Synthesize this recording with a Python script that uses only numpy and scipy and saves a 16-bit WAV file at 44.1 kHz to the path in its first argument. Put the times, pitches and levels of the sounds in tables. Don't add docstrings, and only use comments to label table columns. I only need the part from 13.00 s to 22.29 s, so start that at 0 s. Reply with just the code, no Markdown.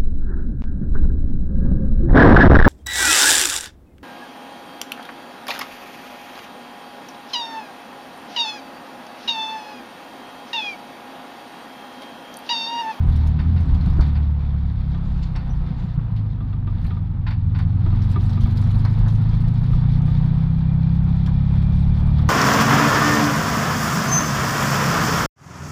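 import sys
import numpy as np
from scipy import signal
from scipy.fft import rfft, irfft
from scipy.io import wavfile
from scipy.ndimage import uniform_filter1d

SR = 44100
rng = np.random.default_rng(int(sys.argv[2]) if len(sys.argv) > 2 else 0)


def materialize(psi):
    bounded = np.clip(np.atleast_2d(psi).T, -1, 1)
    quanta = np.round(bounded * 32767).astype(np.int16)
    wavfile.write(sys.argv[1], SR, quanta)


N = 409688
TIME = np.arange(N) / SR
CRUISE_HZ = 30


# frequency in Hz, gain in dB.
EVEN_BOOM = [(42.0, -19.5), (58.0, -18.5), (72.0, -1.06), (88.0, 4.5), (104.0, 10), (116.0, 11.5),
             (134.0, 13), (148.0, 15), (162.0, 15), (190.0, 5.5), (210.0, 0.5), (232.0, -3), (255.0, -18),
             (320.0, -25.3)]
# frequency in Hz, gain in dB.
ODD_BOOM = [(58.0, -2.5), (72.0, 3), (88.0, 5), (104.0, 6.5), (116.0, 4.5), (134.0, 2), (148.0, 7),
            (162.0, 11.5), (190.0, -1), (210.0, 2), (232.0, -0.5), (255.0, -7.1), (320.0, -21.5)]
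# multiple of the crank rate, level in dB at cruising revs and 0 dB throttle
# before the cabin's gain, dB per dB of throttle, dB per octave of revs.
ORDERS = [(2, -15, 0, -9), (3, -33, 0.73, 10), (4, -33, 0.79, -22), (5, -30.5, 0.89, -9.5),
          (6, -39, 0.86, 15.5), (8, -35, 1.24, 17.5)]


def boom(hz, turns, throttle, waver_db=0.8, overrun_waver_db=0.15, smear_turns=0.0753):
    waver = waver_db + overrun_waver_db * np.maximum(-throttle, 0)
    octaves = revs(hz)
    out = np.zeros(N)
    for multiple, db, per_throttle, per_octave in ORDERS:
        level_db = db + per_throttle * throttle + per_octave * octaves + waver * walk(11)
        lagged_turns = turns - smear_turns * multiple
        tone = np.sqrt(2) * np.sin(2 * np.pi * multiple * lagged_turns)
        cabin_gain = response(multiple * hz, ODD_BOOM if multiple % 2 else EVEN_BOOM)
        out += tone * cabin_gain * undb(level_db)
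    return out


# centre in seconds, change of the boom in dB.
LURCHES = [(.41, -3), (.66, -7), (.88, -3), (1.39, -1)]


def lurches(width_s=.05):
    return undb(sum(db * np.exp(-((TIME - s) / width_s) ** 2) for s, db in LURCHES))


# multiple of the crank rate, relative level in dB.
BURBLE = [(2.5, -2.5), (3.5, -1.5), (4.5, -11), (5.5, -8), (6.5, -8.5), (7.0, -5.5), (7.5, -3.5),
          (8.5, -7.5), (9.0, -9.5), (9.5, -3), (10.0, -9.5), (10.5, -18.5), (11.0, -13.5), (11.5, -8),
          (12.0, -13.5), (12.5, -6), (13.0, -13), (13.5, -1)]
# frequency in Hz, gain in dB.
BODY = [(60.0, -13), (100.0, -4.5), (140.0, 1.5), (175.0, -3.5), (200.0, -14), (230.0, -3.5), (260.0, -17),
        (300.0, -21.5), (370.0, -27.5), (450.0, -33.5), (550.0, -30)]


def burble(hz, turns, throttle, burble_db=-31.5, per_throttle=.62, db_per_octave=-13, waver_db=2):
    lines = np.zeros(N)
    for multiple, db in BURBLE:
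        level = undb(db + waver_db * walk(11))
        lines += order_tone(turns, multiple) * response(multiple * hz, BODY) * level
    return lines * undb(burble_db + per_throttle * throttle + db_per_octave * revs(hz))


# frequency in Hz, relative spectral level in dB.
CASING_COLOUR = [(220, -22), (360, 4.5), (420, -6), (490, -0.5), (580, -8), (680, -2), (800, 1),
                 (950, -0.5), (1100, -3.5), (1250, -4.5), (1550, -9.5), (2100, -16), (3000, -20),
                 (6000, -56.5)]


def casing(hz, turns, shake, casing_db=-43.5, per_shake=0.26, db_per_octave=1.8,
           firing_depth=0.2, flutter_db=1):
    throb = 1 + firing_depth * np.cos(2 * np.pi * 2 * turns)
    impacts = np.zeros(N)
    for angle, strength in zip(rng.random(size=24), rng.choice([-1, 1], size=24)):
        at = np.flatnonzero(np.diff(np.floor(turns / 2 + angle)))
        impacts[at] += strength * undb(3 * rng.standard_normal(len(at)))
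    roar = unit(colour(unit(noise() * throb) + .4 * unit(impacts), CASING_COLOUR))
    return roar * undb(casing_db + per_shake * shake + db_per_octave * revs(hz) + flutter_db * walk(25))


# frequency in Hz, relative spectral level in dB.
VALVE_COLOUR = [(900, -19.5), (1700, 3.5), (2300, 1), (2800, -5.5), (3550, 3.5), (4400, -1.5), (5200, -10),
                (6200, -18.5), (7500, -32.5), (14000, -40)]


def valves(hz, turns, shake, valve_db=-52.5, per_shake=.41, db_per_octave=1.5, hiss=0.72, flutter_db=1.96):
    tap, since = np.divmod(4 * turns, 1)
    strengths = undb(3.5 * np.clip(rng.standard_normal(size=2048), -2, 2))
    gate = hiss + strengths[tap.astype(int)] * np.exp(-since / .35)
    clatter = unit(colour(noise() * gate, VALVE_COLOUR))
    return clatter * undb(valve_db + per_shake * shake + db_per_octave * revs(hz) + flutter_db * walk(30))


# frequency in Hz, relative spectral level in dB.
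RUMBLE_COLOUR = [(8, -24.5), (16, -9.5), (26, -1), (42, 0.5), (56, -8), (80, -21.5), (140, -47.5)]
# frequency in Hz, relative spectral level in dB.
DRUM_COLOUR = [(35, -19), (60, -1), (100, 0), (165, -3), (195, -10), (230, -11), (270, -12), (330, -27.5),
               (420, -34.5), (700, -50.5)]


def wheels(hz, shake, rumble_db=-23.0, rumble_per_shake=.28, sway_db=0.6,
           drum_db=-30.5, drum_per_shake=.13, drum_db_per_octave=2):
    rumble = unit(colour(noise(), RUMBLE_COLOUR))
    rumble *= undb(rumble_db + rumble_per_shake * shake + sway_db * walk(8.7))
    drum = unit(colour(noise(), DRUM_COLOUR))
    return rumble + drum * undb(drum_db + drum_per_shake * shake + drum_db_per_octave * revs(hz))


def ruts(centre_s=0.7, half_s=0.49, drum_db=-22.5):
    return unit(colour(noise(), DRUM_COLOUR)) * undb(drum_db) * np.exp(-((TIME - centre_s) / half_s) ** 2)


# middle in seconds, peak level in dB, pitch in Hz.
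BUMPS = [(.089, -7, 45.2), (.731, -9.5, 41.5), (.793, -11, 48), (1.0, -4.5, 49.67), (2.378, -20, 40.47),
         (2.605, -20, 53.74), (2.722, -25, 41.98), (3.86, -13, 41.98), (5.447, -9, 42.21),
         (6.745, -10, 41.87)]
# middle in seconds, peak level in dB, pitch in Hz.
KNOCKS = [(.88, -14.5, 162.9), (.99, -23, 330), (2.711, -16, 159.6), (2.846, -19, 167), (2.983, -14.5, 154),
          (3.125, -17, 160.4)]


def thumps(table, cycles):
    out = np.zeros(N)
    for s, db, hz in table:
        since = TIME - s
        out += undb(db) * np.cos(2 * np.pi * hz * since) * np.exp(-(since * hz / cycles) ** 2)
    return out


# start in seconds, loudest short-term level in dB.
CLONKS = [(1.945, -42), (3.403, -42.5), (3.527, -45), (3.671, -39.5), (3.905, -40), (3.965, -43),
          (4.860, -34.5), (4.922, -41), (5.157, -30), (5.369, -39), (5.455, -39), (6.727, -38.5),
          (7.076, -40.5), (9.189, -37.5)]
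# frequency in Hz, width in Hz, gain in dB.
CLONK_MODES = [(333, 28, 8), (388, 7.9, -0.5), (660, 34, -3), (965, 41, -4), (1202, 40, 3), (1770, 78, -23),
               (2180, 92, -19), (3330, 320, -19.5)]


def clonks(contact_hz=3800):
    return blows(CLONKS, lambda x: modes(x, CLONK_MODES, contact_hz), rise_s=0.00083, hold_s=0.0061, t60=0.072)


# start in seconds, level in dB before the cabin's echoes,
# level of the rebound in dB relative to the first blow.
CLACKS = [(.389, -38.5, -19), (.562, -44.5, -12), (1.012, -45, -9), (1.151, -44, -15.5), (2.352, -40.5, -8),
          (4.265, -35, -4), (4.547, -40.5, 2)]
# frequency in Hz, width in Hz, gain in dB.
CLACK_MODES = [(884, 50, 7.5), (1040, 22, 15), (1210, 820, 3), (1440, 89, 2.5), (1750, 66, 2.5),
               (1930, 490, -3), (2220, 110, -14), (2640, 50, -11), (3400, 88, -6), (3540, 110, -6),
               (3900, 33, -20.5), (4400, 120, 2)]


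def clacks(contact_hz=4500, rasp_db=-31, rasp_hz=6500, rebound_s=.04):
    hits = []
    for s, db, rebound_db in CLACKS:
        hits += [(s, db), (s + rebound_s, db + rebound_db)]
    soften = signal.butter(3, rasp_hz, fs=SR, output="sos")

    def ring(x):
        return modes(x, CLACK_MODES, contact_hz) + undb(rasp_db) * signal.sosfilt(soften, x)

    return blows(hits, ring, rise_s=.0004, hold_s=0.016, t60=0.14)


# start in seconds, level in dB before the cabin's echoes, ring in Hz.
SNAPS = [(0.268, -57, 2900), (.991, -35, 810), (2.985, -47, 1001), (3.163, -51.5, 2592),
         (3.845, -46.5, 1491), (5.848, -35.5, 1090), (6.061, -39, 920), (8.271, -42, 998.7)]


def snaps():
    out = np.zeros(N)
    for s, db, hz in SNAPS:
        ring = lambda x: modes(x, [(hz, hz, 0)], 1.95 * hz)
        out += blows([(s, db)], ring, rise_s=0.00039, hold_s=0.0089, t60=0.13)
    return out


# start in seconds, level in dB before the trim's colour.
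TICKS = [(.1216, -50), (.161, -44.5), (.2708, -42.5), (.602, -49), (.7456, -48.5), (.8081, -50),
         (1.0065, -43), (2.359, -43.5), (3.1622, -55.5), (3.8413, -53.5), (3.8643, -49), (4.3057, -53.5),
         (4.5865, -48.5), (5.018, -48.5), (5.1131, -43.5), (5.2943, -47.5), (5.5706, -42), (5.6133, -43.5),
         (5.8494, -43), (6.0808, -44), (8.2608, -42.5)]
# frequency in Hz, gain in dB.
TRIM_COLOUR = [(700, -13.5), (1300, 4), (2800, 3.5), (4200, 5), (6000, -6.5), (7500, -13), (9400, -9.5),
               (11000, -18), (13000, -13), (14500, -17)]


def trim(shake, rattle_db=-54, per_shake=0.95, scatter_db=4.0, count=800):
    times = rng.random(count) * N / SR
    levels = scatter_db * np.clip(rng.standard_normal(count), -2, 2)
    rattle = unit(blows(np.column_stack([times, levels]), small_part, rise_s=0.002, hold_s=.003, t60=0.053))
    rattle *= undb(rattle_db + per_shake * shake)
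    ticks = blows(TICKS, small_part, rise_s=.0008, hold_s=0.0022, t60=0.062)
    squeal = lambda x: resonate(resonate(x, 5890, 50), 5890, 50)
    squeak = blows([(2.488, -59)], squeal, rise_s=.002, hold_s=.02, t60=.07)
    return colour(rattle + ticks, TRIM_COLOUR) + squeak


def small_part(x, ring_db=10):
    return x + undb(ring_db) * sum(resonate(x, hz, 500) for hz in rng.uniform(3000, 13500, size=4))


# middle in seconds, half length in seconds, level in dB before
SLIDES = [(2.074, 0.094, -68), (2.26, 0.072, -60.5), (2.82, .07, -62)]
# frequency in Hz, relative spectral level in dB.
SLIDE_COLOUR = [(2000, 0.5), (4200, 5), (5600, -7), (7300, -8.5), (9000, -25.5), (13000, -32)]


def slides(grip_db=5.0):
    swell = sum(undb(db) * np.exp(-((TIME - s) / half_s) ** 2) for s, half_s, db in SLIDES)
    return unit(colour(noise(), SLIDE_COLOUR)) * swell * undb(grip_db * walk(60))


# time in seconds, reference level in dB.
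WHISTLE = [(0, -82), (6.6, -74), (7.2, -66.5), (8, -62.5), (8.6, -61.5), (9.29, -60)]
# frequency in Hz, width in Hz of each of two passes, gain in dB.
FAN_MODES = [(827, 50, -1), (2384, 53, 2.5), (3410, 130, -4)]
# multiple of the crank rate, mean level in dB relative to WHISTLE.
WHINE = [(10.5, 3.5), (17, 1.5), (23, 1.5), (24.5, -0.5)]


def whistle(turns, air_db=2):
    air = np.zeros(N)
    for hz, width, db in FAN_MODES:
        air += undb(db) * resonate(resonate(noise(), hz, width), hz, width)
    whine = sum(order_tone(turns, multiple) * undb(db + 2 * walk(4.8)) for multiple, db in WHINE)
    return (undb(air_db) * unit(air) + whine) * undb(curve(WHISTLE))


def cabin(x, echo_gain=.25, t60=.16):
    t = TIME[:SR // 8]
    echoes = rng.standard_normal(len(t)) * np.exp(-np.log(1000) * t / t60) * (t > .003)
    wet = signal.fftconvolve(x, echoes / np.linalg.norm(echoes))[:N]
    return (x + echo_gain * wet) / np.hypot(1, echo_gain)


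def blows(table, ring, rise_s, hold_s, t60):
    out, t = np.zeros(N + SR), TIME[:SR // 3]
    shape = (1 - np.exp(-t / rise_s)) * np.exp(-np.log(1000) * np.maximum(t - hold_s, 0) / t60)
    for s, db in table:
        sound = ring(rng.standard_normal(len(t)) * shape)
        loudest = np.sqrt(uniform_filter1d(sound ** 2, size=600).max())
        i = int(np.clip(s * SR, 0, N))
        out[i:i + len(t)] += undb(db) * sound / loudest
    return out[:N]


def modes(x, table, contact_hz):
    x = signal.sosfilt(signal.butter(8, contact_hz, fs=SR, output="sos"), x)
    return sum(undb(db) * resonate(x, hz, width) for hz, width, db in table)


def resonate(x, hz, width_hz):
    return signal.lfilter(*signal.iirpeak(hz, hz / width_hz, fs=SR), x)


def order_tone(turns, multiple):
    return np.sqrt(2) * np.sin(2 * np.pi * (multiple * turns + rng.random()))


def revs(hz):
    return np.log2(hz / CRUISE_HZ)


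def response(hz, points):
    f, db = np.transpose(points)
    return undb(np.interp(np.log(hz + 1e-9), np.log(f), db, left=-80, right=-80))


def colour(x, points):
    return irfft(rfft(x) * response(np.fft.rfftfreq(N, 1 / SR), points), N)


def noise():
    return rng.standard_normal(N)


def walk(rate):
    levels = np.interp(TIME * rate, np.arange(2048), rng.standard_normal(2048))
    return unit(uniform_filter1d(levels, int(SR / rate)))


def unit(x):
    return x / np.sqrt(np.mean(x ** 2))


def undb(db):
    return 10 ** (np.asarray(db) / 20)


def curve(table):
    s, value = np.transpose(table)
    return np.interp(TIME, s, value)


# time in seconds, crank turns in Hz.
SPEED = [(0, 42.1), (.1, 38.56), (.36, 37.6), (.54, 42.6), (.72, 37.22), (1.0, 36.35), (1.2, 36.76),
         (1.6, 35.05), (2.0, 33.58), (2.4, 31.58), (3.0, 28.51), (3.2, 26.35), (3.6, 24.78), (3.8, 23.1),
         (4.2, 21.94), (4.47, 21.06), (4.9, 22.78), (5.6, 24.36), (5.85, 25.98), (6.4, 27.54),
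         (6.75, 29.67), (7.5, 31.95), (8.6, 34.57), (9.29, 37.25)]
# time in seconds, strength in dB.
THROTTLE = [(0.0, 0.5), (0.2, -4), (0.5, -1.5), (0.9, -4), (1.25, -7), (1.7, -9), (2.2, -10.4), (2.8, -12),
            (3.35, -7), (4.15, -9), (4.7, -2.4), (5.9, 1.5), (6.9, 1.5), (8.2, 1.35), (9.29, 4)]
# time in seconds, strength in dB.
SHAKE = [(0, -2.5), (.48, -13), (.85, -1.5), (1.05, -5.5), (1.22, -18.5), (1.8, -16.5), (2.25, -14),
         (2.85, -15), (3.25, -23.5), (3.68, -27), (3.85, -8.5), (4.08, -31), (4.48, -26), (5.05, -2),
         (5.6, -0.5), (6.3, -3.5), (7.1, -3.5), (7.65, -11.5), (8.7, -6.5), (9.1, -2)]


def scene():
    hz = curve(SPEED) * (1 + .002 * walk(18))
    turns = np.cumsum(hz) / SR
    throttle, shake = curve(THROTTLE), curve(SHAKE)
    exhaust = boom(hz, turns, throttle) * lurches() + burble(hz, turns, throttle)
    engine_clatter = casing(hz, turns, shake) + valves(hz, turns, shake)
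    clatter = cabin(engine_clatter + trim(shake) + clacks() + snaps() + slides())
    chassis = wheels(hz, shake) + ruts() + thumps(BUMPS, cycles=0.56) + thumps(KNOCKS, cycles=1.35) + clonks()
    return (exhaust + whistle(turns) + clatter + chassis)[None]


def record(dry, top_hz=14100, ease_s=.004):
    ease = np.clip(np.minimum(TIME, TIME[::-1]) / ease_s, 0, 1)
    return signal.sosfilt(signal.ellip(8, .2, 70, top_hz, fs=SR, output="sos"), dry * ease)


dry = scene()
out = record(dry)
materialize(out)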